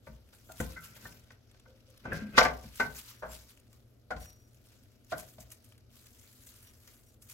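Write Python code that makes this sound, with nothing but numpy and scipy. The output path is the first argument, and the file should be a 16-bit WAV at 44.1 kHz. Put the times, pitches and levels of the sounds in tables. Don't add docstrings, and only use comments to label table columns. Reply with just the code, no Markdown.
import sys
import numpy as np
from scipy import signal
from scipy.fft import rfft, irfft, next_fast_len
from scipy.io import wavfile

SR = 44100
rng = np.random.default_rng(int(sys.argv[2]) if len(sys.argv) > 2 else 0)


def wav_out(sig):
    wavfile.write(sys.argv[1], SR, np.round(np.clip(np.atleast_2d(sig).T, -1, 1) * 32767).astype(np.int16))


N = 323253

# (pitch [Hz], relative level [dB per Hz])
AIR_SPECTRUM = [(13, -39.5), (22, -5), (112, 5.5), (140, -10), (169, -12), (236, -1.5), (302, -9),
                (618, -13), (1040, -30), (1380, -23.5), (1760, -30.5), (5460, -34.5), (10300, -46),
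                (11500, -32), (16000, -46)]
# (time [s], level [dB], lift of the large dull flakes [dB])
HAND_RUSTLE = [(0, -80, 0), (.27, -75.5, 1.5), (.47, -66, -4.5), (.72, -57.5, -0.5), (.92, -73, -6),
               (1.14, -64.5, -1.5), (1.36, -83, 7), (2.0, -75, 4.5), (2.32, -71, 4), (2.64, -62.5, 1),
               (3.2, -71, 0.5), (4.08, -83, -0.5), (4.4, -74, -3.5), (5.0, -79, 1), (5.3, -70, -2),
               (5.72, -73, -1), (5.87, -84.5, 3.5), (5.95, -63, -5), (6.65, -62, -6), (6.72, -67, -4.5),
               (6.95, -64, -6.5), (7.18, -80, -3), (7.33, -68, -5)]
# (peak time [s], peak level [dB], fade by 60 dB [s], lift of the large dull flakes [dB])
STACK_CRUNCHES = [(.075, -64.5, .35, 1.5), (.345, -58, .2, -5), (.52, -55.5, .2, -6.5),
                  (.605, -44.5, .3, -4.5), (.845, -51, .35, -4.5), (.965, -57, .5, -1),
                  (1.055, -55.5, .5, -3.5), (1.32, -72.5, .2, 5), (2.155, -54, .3, 3),
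                  (2.385, -35.5, 0.15, 12), (2.432, -46.5, .25, 8), (2.762, -48, .15, -9),
                  (2.805, -49.5, .5, 0.5), (2.972, -45.5, .5, -5), (3.09, -54.5, .35, -0.5),
                  (3.325, -50, .5, -3), (3.49, -59, .3, -2), (3.732, -67, .3, -3), (4.115, -61.5, .15, 3),
                  (4.222, -53, .45, -4.5), (4.67, -68.5, 1.2, -2), (5.115, -56.5, .3, 1),
                  (5.19, -45.5, .2, -7.5), (5.28, -55.5, .35, -7.5), (5.407, -53.5, .15, -6.5),
                  (5.518, -51, .15, -9), (5.645, -63, .12, -8.5), (6.468, -53.5, .35, -9),
                  (6.885, -61, .4, -5), (7.09, -65, .3, -8), (7.228, -57, .2, -11), (7.302, -52, .3, -7)]
# (pitch [Hz], relative level [dB per Hz])
SHEET_SPECTRUM = [(600, -26.5), (900, -7.5), (1440, -3.5), (2000, -5.5), (3000, -3.5), (4500, -3.5),
                  (5700, -3.5), (7300, -4), (10000, -8.5), (13000, -2.5), (16000, -7)]
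# (time [s], level [dB], favoured pitch [Hz], lift of that pitch [dB],
# then set against the level: thud [dB], low modes [dB], high modes [dB], crack [dB]; rattle fade by 60 dB [s])
KNOCK_EVENTS = [(0.069, -41, 560, 19, -3, -7.5, -11, -26, 0.057),
                (0.328, -59, 1380, 11, -7, -0.5, -24, 1, 0.06),
                (0.49, -51, 686, 4.9, -6, -1, -44, -16, 0.13),
                (0.602, -15, 260, 12.8, -6, -6.5, -17, -25, 0.021),
                (0.766, -42.5, 1440, 15, -7, -20, -3.5, -32, 0.067),
                (0.962, -53, 1450, 6.6, -8, -4, -3, -5, 0.049),
                (1.051, -34, 1800, 7.4, -13, -13, -32, -26, 0.046),
                (1.305, -46.5, 1310, 14, -28, -6, -4.5, -5.5, 0.031),
                (1.544, -51, 550, 10, -24, -14, -18, -7, 0.033),
                (1.656, -49, 1440, 6.3, -29, -7, -17, -28, 0.039),
                (2.052, -29.5, 515, 3.8, -17, -9, -37, -26, 0.078),
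                (2.119, -31.5, 1690, 19.6, -15.5, -5.5, -15.5, -24, 0.06),
                (2.379, 3, 1120, 6.1, -35, -12, -14, -18.5, 0.041),
                (2.409, -14, 727, 6.9, -22, -1, -3, -13, 0.036),
                (2.429, -16.5, 664, 5, -16.5, -8.5, -21, -4, 0.037),
                (2.449, -16, 1180, 7.8, -20.5, -10, -10.5, -18, 0.07),
                (2.638, -46.5, 500, 10, 4.5, -3.5, -6, -12.5, 0.036),
                (2.798, -15, 1550, 4.5, -28.5, -12.5, -15.5, -21.5, 0.087),
                (3.223, -29, 619, 4, -22, -13, -27.5, -33, 0.17),
                (4.106, -26, 694, 6.1, -24, -8, -21, -17.5, 0.071),
                (4.116, -37.5, 1440, 10, -0.5, -12, -12, -32.5, 0.059),
                (4.164, -42.5, 518, 11, -2, -8, -17, -10, 0.053),
                (5.12, -25.5, 642, 10, -22.5, -8.5, -22.5, -18.5, 0.083),
                (5.383, -46, 638, 19.2, 4.5, -1.5, -24, -5, 0.028),
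                (6.875, -54, 1326, 9, -28, -24.5, -8, -6.5, 0.053)]
# (pitch [Hz], relative level [dB], fade by 60 dB [s])
BODY_MODES = [(250, -9.5, 0.086), (311, -13.5, 0.09), (434.8, -6.5, .06), (520, -6.5, 0.095),
              (629, -3, 0.074), (727, -4, 0.069), (828, -14.5, 0.12), (918, -4.5, 0.036),
              (1040, -14.5, 0.098), (1170, -3.5, 0.027), (1351, -16, 0.061), (1400, -7.5, 0.055),
              (1474, -9, .035), (1535.6, -2.5, 0.061), (1690, -10, 0.049), (1929, -1, 0.019),
              (2088, -4.5, 0.037), (2330, -4.5, .03), (2546, -11, 0.067), (2940, -19.5, 0.015)]
# (time [s], level before a fixed cut [dB], pitch of the tick [Hz])
CLEAR_SNAPS = [(0.2888, -52, 3500), (0.391, -56, 11600), (0.7206, -40, 5500), (0.839, -43, 11900),
               (0.952, -54, 3820), (1.513, -50, 3930), (1.597, -49.5, 3450), (1.901, -49, 12400),
               (1.9754, -43.5, 5470), (2.1316, -36.5, 4930), (2.757, -45, 12100), (2.9475, -38, 7300),
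               (2.967, -38, 6440), (3.314, -39, 7300), (3.41, -46, 5240), (3.573, -48.5, 3160),
               (3.5982, -48.5, 9330), (3.7284, -48, 7500), (4.545, -48, 7500), (4.834, -50, 5410),
               (5.0457, -48.5, 7400), (5.1806, -32.5, 11800), (5.5024, -42, 7700), (5.5168, -39.5, 5610),
               (5.644, -45, 9580), (5.6885, -50, 12500), (5.7216, -45.5, 3260), (5.7782, -49, 4540),
               (6.067, -39.5, 5000), (6.1949, -47, 8000), (6.283, -48, 5980), (6.3275, -47, 7990),
               (6.7346, -50, 5500), (6.8748, -43.5, 7270), (7.222, -42, 11260), (7.2963, -37, 11450)]
# (start [s], fade by 60 dB [s], pitch [Hz], level [dB])
NARROW_TONES = [(.492, 0.18, 1400, -50.5), (0.76, 0.16, 1398, -41), (.762, 0.14, 2046, -43),
                (.80, 0.39, 1345, -52.5), (1.054, 0.057, 1790, -35), (1.671, 0.6, 520, -58),
                (1.878, 0.38, 520, -57), (2.119, 0.5, 1587, -39.5), (2.217, 0.4, 211, -33),
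                (3.29, 0.28, 7500, -53), (4.115, 0.087, 1436, -28.5), (5.126, 0.11, 1415, -32.5),
                (5.125, 0.1, 690, -30), (5.392, 1.36, 634, -67)]
# (full at [s], hold [s], fade by 60 dB [s], scrape [dB], rumble [dB])
WORKTOP_DRAGS = [(.72, .27, .3, -65.5, -67.5), (1.03, .04, .8, -64.5, -58), (2.056, .05, .3, -52.5, -45),
                 (2.125, .03, .55, -48, -43.5), (2.352, .01, .1, -44.5, -43.5)]
# (full at [s], hold [s], fade by 60 dB [s], level [dB])
BLADE_SWELLS = [(3.127, 0.051, .4, -71.5), (4.225, 0.053, 0.62, -60), (6.667, 0.024, 0.094, -66),
                (7.08, .02, 0.078, -72)]
# (pitch [Hz], likeness [0 to 1])
SIDE_LIKENESS = [(60, 0.95), (180, 0.71), (550, .5), (1650, 0.25), (5000, 0.16), (9000, 0.55),
                 (15000, 0.44)]
# (pitch [Hz], lag [radians])
RIGHT_LAG = [(250, 0), (1100, .6), (2400, 1.3), (4100, 2.9), (6900, 2 * np.pi)]

AIR_DB = -62.5
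HUM_HZ, HUM_DB = 119, -67.5
CRUNCH_RISE_SHARE = .4
PUFF_SAMPLES = 6000
STRAY_SNAPS = 45
STRAY_OVER_DB, STRAY_SPREAD_DB = 13, 6
SNAP_T60_S = .028
DRAG_RISE_S = 0.073
BLADE_HZ, BLADE_RISE_S = 5740, 0.13
KITCHEN_T60_S, WALL_CUT_HZ, KITCHEN_DB = 0.39, 2000, -13.5
LEFT_DB = 1.54
PORT_HZ, PORT_T60_S, PORT_DB = 11600, 0.0051, -24.5
CUTOFF_HZ = 15850


def from_db(db):
    return 10 ** (np.asarray(db) / 20)


def rms_one(x):
    return x / np.sqrt(np.mean(x ** 2) + 1e-20)


def every_sample(coarse):
    return np.interp(np.arange(N) / 40, np.arange(len(coarse)), coarse)


def gain_curve(rows, column=1):
    rows = np.array(rows)
    times = np.arange(0, N + 40, 40) / SR
    return from_db(np.interp(times, rows[:, 0], rows[:, column]))


def swell(full_s, rise_s, hold_s, t60):
    t = np.arange(0, N + 40, 40) / SR - full_s
    rising = -t / rise_s
    fading = np.maximum(t - max(hold_s, 0), 0) / t60
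    return from_db(-60 * np.maximum(rising, fading))


def at_hz(points, hz):
    points = np.array(points)
    return np.interp(np.log(hz), np.log(points[:, 0]), points[:, 1])


def drift(rate):
    r = np.exp(-80 * np.pi * rate / SR)
    noise = rng.standard_normal(N // 40 + 2002)
    slow = signal.lfilter([1], [1, -2 * r, r * r], noise)[2000:]
    return every_sample(rms_one(slow))


def ring(x, hz, t60):
    r, w = from_db(-60 / (t60 * SR)), 2 * np.pi * hz / SR
    return signal.lfilter([0, np.sin(w)], [1, -2 * r * np.cos(w), r * r], x + 1e-18)


def band(x, low_hz, high_hz):
    return signal.sosfilt(signal.butter(2, [low_hz, high_hz], "band", fs=SR, output="sos"), x + 1e-18)


def grit(per_s, spread_db, size):
    sizes = from_db(spread_db * np.minimum(rng.exponential(1, size), 5))
    sizes = sizes * rng.choice([-1, 1], size)
    return rms_one(sizes * (rng.random(size) < per_s / SR))


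def coloured(white, spectrum):
    size = next_fast_len(N)
    hz = np.maximum(np.fft.rfftfreq(size, 1 / SR), 10)
    alike = np.clip(at_hz(SIDE_LIKENESS, hz), 0, 1)
    shaped = rfft(white, size) * from_db(at_hz(spectrum, hz))
    mid, side = shaped * np.sqrt([1 + alike, 1 - alike])
    return rms_one(irfft([mid + side, mid - side], size)[:, :N])


def burst(t60, rise_s, count=1):
    t = np.arange(PUFF_SAMPLES) / SR
    shape = (1 - np.exp(-t / rise_s)) * np.exp(-np.log(1000) * t / t60)
    puffs = rng.standard_normal((count, PUFF_SAMPLES)) * shape
    return puffs * np.sqrt(np.sum(shape ** 2) / np.sum(puffs ** 2, axis=1, keepdims=True))


def background():
    phase = 2 * np.pi * HUM_HZ * np.arange(N) / SR + 1.1 * drift(3.0)
    hum = np.sqrt(2) * np.sin(phase) * from_db(HUM_DB + 2.5 * drift(2.9))
    air = from_db(AIR_DB) * coloured(rng.standard_normal((2, N)), AIR_SPECTRUM)
    return air + hum


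def rustle():
    fine = gain_curve(HAND_RUSTLE) ** 2
    dull = fine * gain_curve(HAND_RUSTLE, column=2) ** 2
    for s, db, t60, lift_db in STACK_CRUNCHES:
        power = (from_db(db) * swell(s, CRUNCH_RISE_SHARE * t60, 0, t60)) ** 2
        fine = fine + power
        dull = dull + power * from_db(2 * lift_db)
    fractures = grit(3000, 2.3, (2, 2, N))
    edges_hz = np.geomspace(800, 17000, 13)
    clumps_db = 2.0 * drift(60)
    dull_lift = every_sample(np.sqrt(dull / fine)) * from_db(4)
    flakes = 0
    for k, (low_hz, high_hz) in enumerate(zip(edges_hz, edges_hz[1:])):
        busy = from_db(clumps_db + 2.3 * drift(30))
        lift = dull_lift if low_hz < 5500 else 1
        flakes = flakes + busy * lift * band(fractures[k % 2], low_hz, high_hz)
    sides = coloured(flakes, SHEET_SPECTRUM)
    usual_treble = np.median(np.abs(band(sides, 5800, 17000)))
    return every_sample(np.sqrt(fine)) * from_db(-5.0) * sides / usual_treble


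def knocks(rise_s=.003, uneven_db=2.0, apart=0.99):
    drive = np.zeros((len(BODY_MODES) + 2, 2, N + PUFF_SAMPLES))
    hz, mode_db = np.array(BODY_MODES)[:, 0], np.array(BODY_MODES)[:, 1]
    for s, peak_db, favoured_hz, focus_db, thud_db, low_db, high_db, crack_db, rattle_s in KNOCK_EVENTS:
        near_db = focus_db * np.exp(-(np.log2(hz / favoured_hz) / 0.16) ** 2)
        tilt = [(800, low_db + 12.0), (1150, 5), (1550, 4.6), (1950, high_db + 18.5),
                (2300, high_db + 11.0), (3000, crack_db + 17)]
        modes_db = mode_db + near_db + at_hz(tilt, hz) - 33.0
        level_db = np.append(modes_db, [thud_db - 26.5, crack_db + 6]) + peak_db
        level_db += rng.normal(0, uneven_db, len(level_db))
        i = round((s - rise_s / 2) * SR)
        for k, db in enumerate(level_db):
            slow = 4 if k == len(BODY_MODES) else 1
            shared, *own = burst(slow * max(rattle_s, .01), slow * rise_s, count=3)
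            spread = apart * min(k / 6, 1)
            drive[k, :, i:i + PUFF_SAMPLES] += from_db(db) * (shared + spread * np.array(own))
    drive = drive[..., :N]
    body = sum(ring(drive[k], f, t60) for k, (f, _, t60) in enumerate(BODY_MODES))
    thud_modes = [(62, 0.39), (90, 0.1), (150, 0.063), (210, 0.042), (270, 0.013)]   # (Hz, s to fade 60 dB)
    thud = sum(ring(drive[-2].mean(0), f, t60) for f, t60 in thud_modes)
    crack = band(drive[-1], 1800, 5500)
    return body + band(band(thud, 67, 280), 40, 2000) + crack


def snaps():
    out, steady = np.zeros(N + PUFF_SAMPLES), np.array(HAND_RUSTLE)
    when, size, pitch = rng.random((int(STRAY_SNAPS), 3)).T
    stray_s = when * N / SR
    stray_db = np.interp(stray_s, steady[:, 0], steady[:, 1]) + STRAY_OVER_DB + STRAY_SPREAD_DB * (2 * size - 1)
    strays = list(zip(stray_s, stray_db, 3000 * 4 ** pitch))
    for s, level_db, pitch_hz in CLEAR_SNAPS + strays:
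        puff = burst(SNAP_T60_S, 0.00036)[0]
        broad = band(puff, pitch_hz / 4.5, min(3.0 * pitch_hz, 20000))
        tick = broad + .15 * ring(puff, pitch_hz, .004)
        out[round(s * SR):][:PUFF_SAMPLES] += from_db(level_db - 4) * tick / np.abs(tick).max()
    return out[:N]


def tones(rise_s=0.005):
    out, unsteady = np.zeros(N), from_db(1.5 * drift(60))
    wander = .8 * drift(40)
    for s, t60, hz, db in NARROW_TONES:
        i = np.arange(round(s * SR), min(round((s + t60) * SR), N))
        age = (i - i[0]) / SR
        envelope = from_db(db - 60 * age / t60) * (1 - np.exp(-age / rise_s))
        out[i] += envelope * np.sin(2 * np.pi * hz * age + wander[i])
    return out * unsteady


def drags():
    slips = grit(1800, 3.0, (2, N))
    scrape = rms_one(sum(from_db(db) * ring(slips, hz, t60) for hz, db, t60 in BODY_MODES[11:]))
    rumble = rms_one(band(rng.standard_normal(N), 60, 220) + 0.23 * band(slips[0], 330, 640))
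    levels = sum(swell(s, DRAG_RISE_S, hold_s, t60) * from_db([[scrape_db], [rumble_db]])
                 for s, hold_s, t60, scrape_db, rumble_db in WORKTOP_DRAGS)
    return every_sample(levels[0]) * scrape + every_sample(levels[1]) * rumble


def blade():
    level = sum(from_db(db) * swell(s, BLADE_RISE_S, hold_s, t60) for s, hold_s, t60, db in BLADE_SWELLS)
    unsteady = from_db(2.2 * drift(23))
    phase = 2 * np.pi * BLADE_HZ * np.arange(N) / SR + 0.58 * drift(24)
    return every_sample(level) * unsteady * np.sin(phase)


def right_later(x):
    size = next_fast_len(N)
    hz = np.maximum(np.fft.rfftfreq(size, 1 / SR), 10)
    lag = np.exp(-1j * at_hz(RIGHT_LAG, hz))
    return np.array([x[0], irfft(rfft(x[1], size) * lag, size)[:N]])


def kitchen(x):
    size = next_fast_len(N + SR // 2)
    w = 2 * np.pi * np.fft.rfftfreq(size)
    dull = np.exp(-2 * np.pi * WALL_CUT_HZ / SR)
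    wall = (1 - dull) / (1 - dull * np.exp(-1j * w))
    response = np.zeros((2, len(w)), complex)
    for k, lag in enumerate(np.round(rng.uniform(.011, .05, 36) * SR)):
        trip = from_db(-60 * lag / SR / KITCHEN_T60_S) * wall * np.exp(-1j * w * lag)
        response[k % 2] += (-1) ** (k // 2) * trip / (1 - trip)
    hz = np.maximum(w * SR / (2 * np.pi), 10)
    alike = np.clip(at_hz(SIDE_LIKENESS, hz), 0, 1) ** 2
    response = alike * response[0] + (1 - alike) * response
    return irfft(rfft(x.mean(0), size) * response, size)[:, :N]


def scene():
    near = right_later(rustle() + knocks() + snaps() + drags())
    echo = from_db(KITCHEN_DB) * kitchen(near)
    balance = from_db([[LEFT_DB / 2], [-LEFT_DB / 2]])
    return (background() + near + echo + tones() + blade()) * balance


def record(dry):
    heard = dry + from_db(PORT_DB) * ring(dry, PORT_HZ, PORT_T60_S)
    rounded = .95 * np.tanh(heard / .95)
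    return signal.sosfilt(signal.ellip(14, .5, 90, CUTOFF_HZ, fs=SR, output="sos"), rounded)


dry = scene()
out = record(dry)
wav_out(out)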